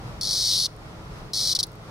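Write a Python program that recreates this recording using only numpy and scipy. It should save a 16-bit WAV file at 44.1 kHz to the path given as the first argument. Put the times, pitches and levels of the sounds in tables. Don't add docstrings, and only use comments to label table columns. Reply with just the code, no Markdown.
import sys
import numpy as np
from scipy import signal
from scipy.fft import rfft, irfft, next_fast_len
from scipy.io import wavfile
from scipy.ndimage import map_coordinates

SR = 44100
rng = np.random.default_rng(int(sys.argv[2]) if len(sys.argv) > 2 else 0)


def inscribe(sig):
    pcm = np.round(np.clip(np.atleast_2d(sig).T, -1, 1) * 32767)
    wavfile.write(sys.argv[1], SR, pcm.astype(np.int16))


N = 83790
FULL_STROKE_S = .0108


def amp(db):
    return 10 ** (np.asarray(db) / 20)


def along(points, hz):
    f, v = np.transpose(points)
    return np.interp(np.log(hz + 1), np.log(f + 1), v)


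def over_time(points):
    return np.interp(np.arange(N) / SR, *np.transpose(points))


def wobble(rate):
    return map_coordinates(rng.standard_normal(int(N * rate / SR) + 4), [np.arange(N) * rate / SR])


def filtered(x, response):
    m = 2 * next_fast_len(N)
    return irfft(rfft(x, m) * response(np.fft.rfftfreq(m, 1 / SR)), m)[..., :N]


def minimum_phase(db):
    cepstrum = irfft(np.log(amp(db)))
    half = len(cepstrum) // 2
    cepstrum[1:half] *= 2
    cepstrum[half + 1:] = 0
    return np.exp(rfft(cepstrum))


def add(track, start_s, x):
    i = int(round(start_s * SR))
    track[i:i + len(x)] += x[:N - i]


def rumble_and_hiss(rumble_hz=61.4):
    # frequency in Hz, relative spectral density in dB.
    spectrum = [(15, -53), (25, -7), (50, -7.5), (75, -5), (91, -12), (115, -4), (160, -4.5), (215, -12.5),
                (280, -16.5), (420, -15.5), (600, -16.5), (1400, -18.5), (1570, -25.5), (1900, -25),
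                (2850, -30), (5280, -32), (7100, -40.5), (11000, -43.5), (15500, -51.5)]
    # frequency in Hz, left-right correlation.
    correlation = [(60, 0.89), (130, 0.98), (290, 0.77), (640, 0.61), (1410, -0.092), (3100, -0.42),
                   (6820, 0.1), (15000, -0.11)]
    # time in seconds, relative level of the noise in dB.
    levels = [(0.0, -47), (0.078, -44), (0.28, -48), (0.75, -49.5), (0.898, -46), (1.184, -45.5),
              (1.72, -49.5), (1.9, -44.5)]
    # time in seconds, gain of the deepest rumble in dB.
    swell = [(0, 5.5), (.35, 6), (.8, -0.5), (1.3, 4.5), (1.5, -2), (1.9, -12)]

    angle = lambda hz: np.arccos(np.clip(along(correlation, hz), -1, 1)) / 2
    response = lambda hz: amp(along(spectrum, hz)) * [np.cos(angle(hz)), np.sin(angle(hz))]
    mid, side = filtered(rng.standard_normal((2, N)), response)
    air = np.array([mid + side, mid - side])
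    level_db = over_time(levels) + 5.5 + .82 * wobble(11.82)
    air *= amp(level_db) / np.sqrt(np.mean(air ** 2))
    rumble = filtered(air, lambda hz: 1 / (1 + (hz / rumble_hz) ** 4))
    return air + (amp(over_time(swell)) - 1) * rumble


def machine_hum(hum_hz=106):
    # multiple of the hum frequency, rms level in dB.
    partials = [(.405, -52.5), (1, -49), (3, -58.5), (4, -58.5), (5, -65), (6, -65.5)]
    phase = 2 * np.pi * np.cumsum(hum_hz * (1 + .003 * wobble(6))) / SR
    return sum(np.sqrt(2) * amp(db + 1.8 * wobble(6.85)) * np.sin(k * phase + rng.uniform(0, 2 * np.pi))
               for k, db in partials)


def reflections(x, t60):
    t = np.arange(SR // 4) / SR
    tail = rng.standard_normal((2, len(t))) * amp(-60 * t / t60) * (1 - np.exp(-t / .003))
    tail /= np.linalg.norm(tail, axis=1, keepdims=True)
    return signal.fftconvolve(x, tail, axes=1)[:, :N]


def ticks(t60=.0082, centre_hz=9500):
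    # start in seconds, level before filtering in dB.
    taps = [(0.7649, -46.5), (1.668, -38), (1.718, -42), (1.731, -49), (1.755, -46)]
    t, track = np.arange(SR // 20) / SR, np.zeros(N)
    for start, db in taps:
        add(track, start, amp(db - 60 * t / t60) * rng.standard_normal(len(t)))
    return filtered(track, lambda hz: np.exp(-2 * np.log((hz + 1) / centre_hz) ** 2))


def tymbal_stroke(length_s, ring_db, ribs=14):
    ring_hz, sag_hz, drop_hz, overtone_ratio = 4450, 720, 400, 2.4
    attack_s, decay_s, crackle_s = .00025, .001, .0003
    gap_s, gap_growth, gap_scatter = .00088, .085, .11
    first_rib_db, last_rib_db, scatter_db, rebound_db, slack_db = -3.5, -4.5, 1.3, -15, -5

    t = np.arange(SR // 40) / SR
    lateness, strength, drift = rng.standard_normal((ribs, 3)).T
    progress = np.minimum(t / FULL_STROKE_S, 1.1)
    wander = .034 * (drift[0] + np.interp(t, np.linspace(0, t[-1], ribs), drift[::-1]))
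    pitch = (ring_hz - sag_hz * progress - drop_hz * progress ** 8) * (1 + wander)
    cycles = np.cumsum(pitch) / SR
    snap = lambda at: np.sinc((t - at) * SR) * np.exp(-((t - at) * SR / 10) ** 2)
    fade = lambda at, life: (t >= at) * np.exp(-np.abs(t - at) / life)

    rebound_s = .0142 * (1 + .03 * drift[1])
    clicks = amp(rebound_db) * snap(rebound_s)
    crackle = amp(rebound_db) * 2 * fade(rebound_s, crackle_s)
    swell, due = np.zeros(len(t)), 1 / ring_hz
    for k in range(ribs):
        if due > length_s:
            break
        at = np.interp(np.round(np.interp(due, t, cycles)), cycles, t)
        gain = amp(first_rib_db * (k == 0) + last_rib_db * (at / length_s) ** 4 + scatter_db * strength[k])
        clicks += gain * snap(at)
        crackle += gain * fade(at, crackle_s)
        swell += gain * (fade(at, decay_s) - fade(at, attack_s))
        due += (gap_s + gap_growth * min(due, FULL_STROKE_S / 2)) * (1 + gap_scatter * lateness[k])

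    overtone_gain = amp(-8 + .28 * ring_db) * (1 - progress ** 2)
    overtone = overtone_gain * np.sin(2 * np.pi * overtone_ratio * cycles)
    swell *= amp(slack_db * progress ** 10)
    return clicks, crackle, swell * (overtone - np.sin(2 * np.pi * cycles))


def buzz(pace, imbalance_offset):
    # time in seconds, relative level in dB, tymbal imbalance in dB, ring gain in dB.
    effort = [(.211, -4, -4.5, -1), (.30, -1, -3, -6), (.41, -1, 0.5, -6.5), (.51, .5, -1, -2),
              (.57, -0.7, -1.5, 1), (.66, -3, 1, 0), (1.334, -3, 0, -4.5), (1.45, 0.8, -1.5, -6.5),
              (1.53, 2.4, -1.5, -4)]
    times, rate, share = np.transpose(pace)
    t = np.arange(times[0], times[-1], 1 / SR)
    turns = 2 * np.cumsum(np.interp(t, times, rate)) / SR
    k = np.arange(int(turns[-1]) + 1)
    starts = np.interp(k, turns, t)
    lengths = np.interp(starts, times, share / rate)
    when, *columns = np.transpose(effort)
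    db, imbalance_db, ring_db = [np.interp(starts, when, column) for column in columns]
    db += (k + imbalance_offset) % 2 * imbalance_db
    return list(zip(starts, lengths, db, ring_db))


def cicada(sizzle_hz=10200, sizzle_width_hz=850, stutter_ring_db=-1.5):
    # time in seconds, strokes per second of each tymbal, share of the cycle spent buckling.
    first_buzz = [(.211, 50.2, .37), (.30, 51.8, .5), (.41, 49.8, .51), (.51, 47, .51), (.57, 45, .5),
                  (.662, 43, .49)]
    second_buzz = [(1.3335, 54.5, .38), (1.39, 50.7, .5), (1.45, 48.7, .51), (1.53, 46, .51)]
    # start in seconds, relative level in dB.
    stutters = [(1.550, 0.9), (1.5603, -1.5), (1.5887, -0.5), (1.5997, 0), (1.6291, 0)]
    # frequency in Hz, gain in dB.
    body_colour = [(1000, -38), (2200, -23), (2900, -33.5), (3400, -11), (4000, -1), (4700, 2.5), (5600, 2),
                   (6300, -5), (7300, -20), (8200, -11), (10000, -12), (11800, -38), (15500, -40)]
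    crackle_colour = [(2000, -50), (4000, -5), (7000, -3), (10000, -6), (12000, -6.5), (15500, -14)]
    # time in seconds, gain of the ribs' high mode in dB.
    sizzle_db = [(.21, -36), (.52, -20), (.57, -4), (.63, -7.5), (.67, -20), (1.33, -39), (1.6, -17),
                 (1.63, -0.5)]
    # frequency in Hz, left minus right in dB.
    lean = [(2000, -2), (3300, 6), (4500, 2), (5600, 2.5), (6500, -1), (8200, 0), (10000, -5), (11500, -5),
            (15000, -14.5)]

    strokes = buzz(first_buzz, imbalance_offset=0) + buzz(second_buzz, imbalance_offset=.99)
    strokes += [(start, FULL_STROKE_S, db, stutter_ring_db) for start, db in stutters]
    clicks, crackles, rings = np.zeros((3, N))
    for start, length_s, db, ring_db in strokes:
        click, crackle, ring = tymbal_stroke(length_s, ring_db)
        add(clicks, start, amp(db + 1.5) * click)
        add(crackles, start, amp(db - 20.5) * crackle)
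        add(rings, start, amp(db + ring_db - 22) * ring)

    body = filtered(clicks, lambda hz: minimum_phase(along(body_colour, hz)))
    mode = lambda hz: 1j * hz * sizzle_width_hz / (sizzle_hz ** 2 - hz ** 2 + 1j * hz * sizzle_width_hz)
    sizzle = amp(over_time(sizzle_db)) * filtered(clicks, lambda hz: mode(hz) ** 2)
    noise = crackles * rng.standard_normal((2, N))
    rasp = filtered(noise, lambda hz: minimum_phase(along(crackle_colour, hz)))
    ears = lambda hz: np.array([minimum_phase(side * along(lean, hz) / 2) for side in (1, -1)])
    return filtered(rings + body + sizzle + rasp, ears)


def scene():
    insect = cicada() + ticks()
    early = amp(-11.5) * reflections(insect, t60=.03)
    room = amp(-28) * reflections(insect, t60=.44)
    return insect + early + room + rumble_and_hiss() + machine_hum()


def record(dry, cutoff_hz=15750):
    return filtered(dry, lambda hz: hz < cutoff_hz)


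dry = scene()
out = record(dry)
inscribe(out)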